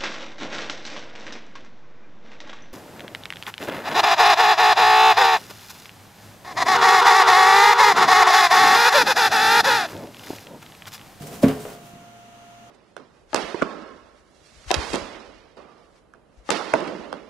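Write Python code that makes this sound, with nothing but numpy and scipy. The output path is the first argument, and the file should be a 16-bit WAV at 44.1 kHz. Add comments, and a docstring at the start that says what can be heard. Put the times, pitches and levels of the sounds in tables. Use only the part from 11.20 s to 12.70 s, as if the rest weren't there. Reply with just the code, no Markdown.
"""Paws patter on a plastic cage tray and hay rustles, over an appliance hum and a faint hiss.
Stalks snap as a rabbit dashes, leaps and lands with one loud hollow thump; then it settles.
Thump and paws are decaying sine modes of the tray; hay, snaps, clatter and a claw squeak are
coloured noise, partly ticks. Hum is wavering sines. A small tiled room adds a noise tail."""
import sys
import numpy as np
from scipy import signal
from scipy.fft import rfft, irfft, next_fast_len
from scipy.io import wavfile
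from scipy.ndimage import map_coordinates

SR = 44100
rng = np.random.default_rng(int(sys.argv[2]) if len(sys.argv) > 2 else 0)


def wrap_up_sound(samples):
    """Save the sound to the file named by the first command line argument, as 16-bit audio."""
    columns = np.atleast_2d(samples).T
    # keep every value between -1 and 1, then stretch to whole-number steps
    tamed = np.clip(columns, -1, 1)
    steps = np.round(tamed * 32767).astype(np.int16)
    wavfile.write(sys.argv[1], SR, steps)


N = 66150
T = np.arange(N) / SR
STALKS_PER_S = 1500  # mean tick rate

# Resonant modes of the plastic tray. Each row: frequency in Hz, relative level in dB, t60 in s,
# swell time constant after a heavy blow in s.
TRAY_MODES = [(78.5, -17.5, 0.2, 0.014), (109, -20.5, 0.33, 0.0017), (150.7, -13.5, 0.29, 0.0037),
              (185, -11.5, 0.22, 0.0022), (229.3, -0.5, 0.15, 0.0086), (268.3, 0, 0.23, 0.0099),
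              (346.6, -14.5, 0.22, 0.00067), (424.7, -15, 0.36, 0.0048), (443, -20, 0.28, 0.0023),
              (483, -11.5, 0.14, 0.0055), (573.5, -4, 0.071, 0.0011), (671, -19.5, .17, .002),
              (729, -33, 0.43, .002), (1137, -25, 0.15, 0.0029)]


def amp(db):
    """Decibels to gain."""
    return 10 ** (np.asarray(db) / 20)


def unit(x):
    """Scale to rms 1."""
    return x / np.sqrt(np.mean(x ** 2) + 1e-20)


def along(points, hz):
    """Interpolate (Hz, value) points on a log frequency axis."""
    f, v = np.transpose(points)
    return np.interp(np.log(hz + 1), np.log(f + 1), v)


def filtered(x, response):
    """Multiply the spectrum of x by a response of frequency."""
    m = next_fast_len(N + SR // 2)
    return irfft(rfft(x, m) * response(np.fft.rfftfreq(m, 1 / SR)), m)[..., :N]


def spread(pair):
    """Mix two unrelated signals into left and right with a set correlation per frequency."""
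    # Stereo likeness. Each row: frequency in Hz, left-right correlation (0 to 1).
    likeness = [(30, 0.77), (130, 1), (500, 0.81), (1000, 0.69), (2500, 0.65), (8000, 0.69), (15000, 0.7)]

    def mid_side_gains(hz):
        angle = np.arccos(np.clip(along(likeness, hz), 0, .998)) / 2
        return np.array([np.cos(angle), np.sin(angle)])

    mid, side = filtered(pair, mid_side_gains)
    return np.array([mid + side, mid - side])


def noise(colour, grain_share=0):
    """Coloured stereo noise of rms 1, a share of its power in single random ticks."""
    ticks = unit(rng.standard_normal((2, N)) * (rng.random(N) < STALKS_PER_S / SR))
    share = np.clip(grain_share, 0, 1)
    pair = np.sqrt(share) * ticks + np.sqrt(1 - share) * rng.standard_normal((2, N))
    return unit(filtered(spread(pair), lambda hz: amp(along(colour, hz))))


def fade(start_s, t60_s, rise_s):
    """Exponential rise times exponential decay, silent before the start."""
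    t = np.maximum(T - start_s, 0)
    return (1 - np.exp(-t / rise_s)) * np.exp(-np.log(1000) * t / t60_s)


def bursts(rows, colour, rise_s, grain_share):
    """Decaying bursts of noise from rows of start, level and t60."""
    envelope = sum(amp(db) * fade(s, t60, rise_s) for s, db, t60 in rows)
    return noise(colour, grain_share) * envelope


def background():
    """Appliance hum of phase-wavering sines over the room's wide hiss."""
    # Hum partials. Each row: frequency in Hz, rms level in dB.
    hum_partials = [(119, -60.5), (220.7, -62), (696.5, -50.5), (1265, -69), (1393, -65.5), (2815, -69),
                    (3273, -77), (3957, -91)]
    # Hiss colour. Each row: frequency in Hz, relative level in dB.
    air_colour = [(20, -13), (70, -9), (119, -10), (166, -9.5), (219, -2), (350, -10), (600, -8),
                  (900, -10.5), (1250, -12.5), (1700, -15), (2400, -17), (3000, -16), (4200, -23),
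                  (5400, -25.5), (6000, -21), (6800, -21), (7500, -28.5), (11000, -33), (12000, -36),
                  (15500, -43)]
    waver_rad, waver_points_per_s = 0.1, 8
    right_db, right_lead_s = 0.4, 0.000082  # right up and left down by right_db
    air_db, air_side_db = -52.5, 8  # side boost widens the hiss
    sides = np.array([[-1], [1]])
    hum = np.zeros((2, N))
    for hz, db in hum_partials:
        waver = map_coordinates(rng.standard_normal(40), [T * waver_points_per_s], mode="mirror")
        phase = 2 * np.pi * (hz * T + rng.random()) + waver_rad * waver
        hum += amp(db) * np.sqrt(2) * np.sin(phase + sides * np.pi * hz * right_lead_s)
    air = noise(air_colour)
    mid = air.mean(0)
    air = mid + amp(air_side_db) * (air - mid)
    return hum * amp(sides * right_db) + amp(air_db) * air


def hay():
    """Stalks rustle with the rabbit's movement; fur and hay scuff along the tray."""
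    # Rustle effort over time. Each row: time in s, level in dB.
    effort_points = [(0, -51.5), (.022, -43), (.06, -46), (.08, -43.5), (.104, -46.5), (.135, -41),
                     (.175, -45), (.214, -47), (.23, -33.5), (.27, -42), (.31, -42), (.39, -49),
                     (.399, -43.5), (.53, -46.5), (.585, -56), (.67, -51), (.74, -60), (.95, -65),
                     (1.5, -69.5)]
    # Rustle colour. Each row: frequency in Hz, relative level in dB.
    rustle_colour = [(200, 5.5), (900, 5), (2500, 1), (5000, -0.5), (8200, -1.5), (11000, -3.5),
                     (15000, -5)]
    # Scuff colour. Each row: frequency in Hz, relative level in dB.
    scuff_colour = [(25, -29), (80, -10.5), (160, 5), (300, -1.5), (600, -5.5), (1000, -13), (3000, -43)]
    stalk_share, scuff_db = 0.31, 1  # scuff level relative to the rustle
    effort = amp(np.interp(T, *np.transpose(effort_points)))
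    return effort * (noise(rustle_colour, stalk_share) + amp(scuff_db) * noise(scuff_colour))


def paws():
    """Each paw stirs the tray modes that its spot favours and damps them as it rests."""
    # Paw steps. Each row: start in s, level in dB, favoured pitch in Hz.
    steps = [(.009, -27.5, 165), (.029, -30.5, 179), (.038, -33.5, 454), (.061, -33, 690),
             (.088, -31.5, 200), (.115, -27, 633), (.166, -36, 155), (.287, -21, 440), (.366, -37, 330),
             (.452, -21.5, 507), (.481, -36, 182), (.495, -42, 620), (.54, -35.5, 450), (.602, -41, 160),
             (.735, -34, 171), (0.766, -43, 255), (0.801, -44, 164), (0.819, -41.5, 180)]
    width_octaves, ring_share = 0.48, 0.48  # ring_share: part of each mode's t60 left
    scatter_db, build_s = 2, .002
    out = np.zeros(N)
    mode_hz, mode_db, mode_t60_s, _ = np.transpose(TRAY_MODES)
    for start_s, level_db, centre_hz in steps:
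        favour = np.exp(-(np.log2(mode_hz / centre_hz) / width_octaves) ** 2)
        # mode levels count at half their dB
        weight = favour * amp(mode_db / 2 + rng.normal(0, scatter_db, len(mode_hz)))
        ring = sum(w * fade(start_s, ring_share * t60, build_s) * np.sin(2 * np.pi * hz * (T - start_s))
                   for hz, w, t60 in zip(mode_hz, weight, mode_t60_s))
        out += amp(level_db) * ring / np.linalg.norm(weight)
    return out


def snaps():
    """Stalks crushed under foot: short bright bursts, partly ticks."""
    # Each row: start in s, level in dB, t60 in s.
    crushes = [(.0685, -35.5, 0.056), (.2305, -30.5, 0.057), (.2355, -57, 0.01), (.2822, -25.5, 0.023),
               (.29, -40, 0.014)]
    # Each row: frequency in Hz, relative level in dB.
    snap_colour = [(500, -25), (2500, -7), (6500, 1), (10000, -3.5), (15000, -6.5)]
    return bursts(crushes, snap_colour, rise_s=0.00089, grain_share=.3)


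def landing():
    """The whole body drops on the tray: every mode rings, swelling at its own pace."""
    start_s, level_db = .2314, -4
    thump = np.zeros(N)
    for k, (hz, db, t60_s, swell_s) in enumerate(TRAY_MODES):
        sign = (-1) ** k
        thump += sign * amp(db) * fade(start_s, t60_s, swell_s) * np.sin(2 * np.pi * hz * (T - start_s))
    return amp(level_db) * thump


def clatters():
    """The tray's walls clatter: decaying noise with many ticks."""
    # Each row: start in s, level in dB, t60 in s.
    rattles = [(.234, -22.5, 0.22), (.281, -29.5, 0.29), (.4515, -33, 0.051), (.48, -41.5, 0.4),
               (.733, -53.5, 0.9)]
    # Each row: frequency in Hz, relative level in dB.
    clatter_colour = [(150, -10.5), (400, 2.5), (700, 1), (860, -5), (1130, -3), (1500, -8), (2600, -11.5),
                      (4000, -20), (15000, -81)]
    return bursts(rattles, clatter_colour, rise_s=0.00041, grain_share=0.43)


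def squeaks():
    """A claw slips on the smooth plastic: tick-free noise peaked in the treble."""
    # Each row: start in s, level in dB, t60 in s.
    slips = [(.399, -44, .25)]
    # Each row: frequency in Hz, relative level in dB.
    squeak_colour = [(4000, -27), (7900, -26), (8200, -10), (8500, -25), (15000, -32)]
    return bursts(slips, squeak_colour, rise_s=0.0019, grain_share=0)


def room(x):
    """Diffuse answer of the walls: convolution with a noise tail whose treble dies first."""
    # Reverberation. Each row: frequency in Hz, t60 in s.
    reverb_t60 = [(100, 0.56), (500, 0.5), (2000, 0.36), (10000, 0.32)]
    build_s = 0.0097
    hz, t, z = signal.stft(rng.standard_normal((2, SR // 2)), SR, nperseg=256)
    decay = np.exp(-np.log(1000) * t / along(reverb_t60, hz)[:, None])
    build = 1 - np.exp(-t / build_s)
    tail = signal.istft(z * decay * build, SR, nperseg=256)[1]
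    tail = spread(tail / np.linalg.norm(tail[0]))
    return signal.fftconvolve(x[None], tail, axes=1)[:, :N]


def scene():
    """Tray, hay and hum in the room, slightly louder on the right."""
    room_db, thump_room_db = -10, -18.5
    thump = landing()
    small = paws() + hay() + clatters() + snaps() + squeaks()
    wet = room(amp(thump_room_db) * thump + amp(room_db) * small.mean(0))
    return (thump + small + wet + background()) * amp([[-.3], [.3]])


def record(dry):
    """Steep low-pass: the treble ends at the band limit."""
    top_hz = 15600
    return filtered(dry, lambda hz: 1 / np.sqrt(1 + (hz / top_hz) ** 400))


dry = scene()
out = record(dry)
wrap_up_sound(out)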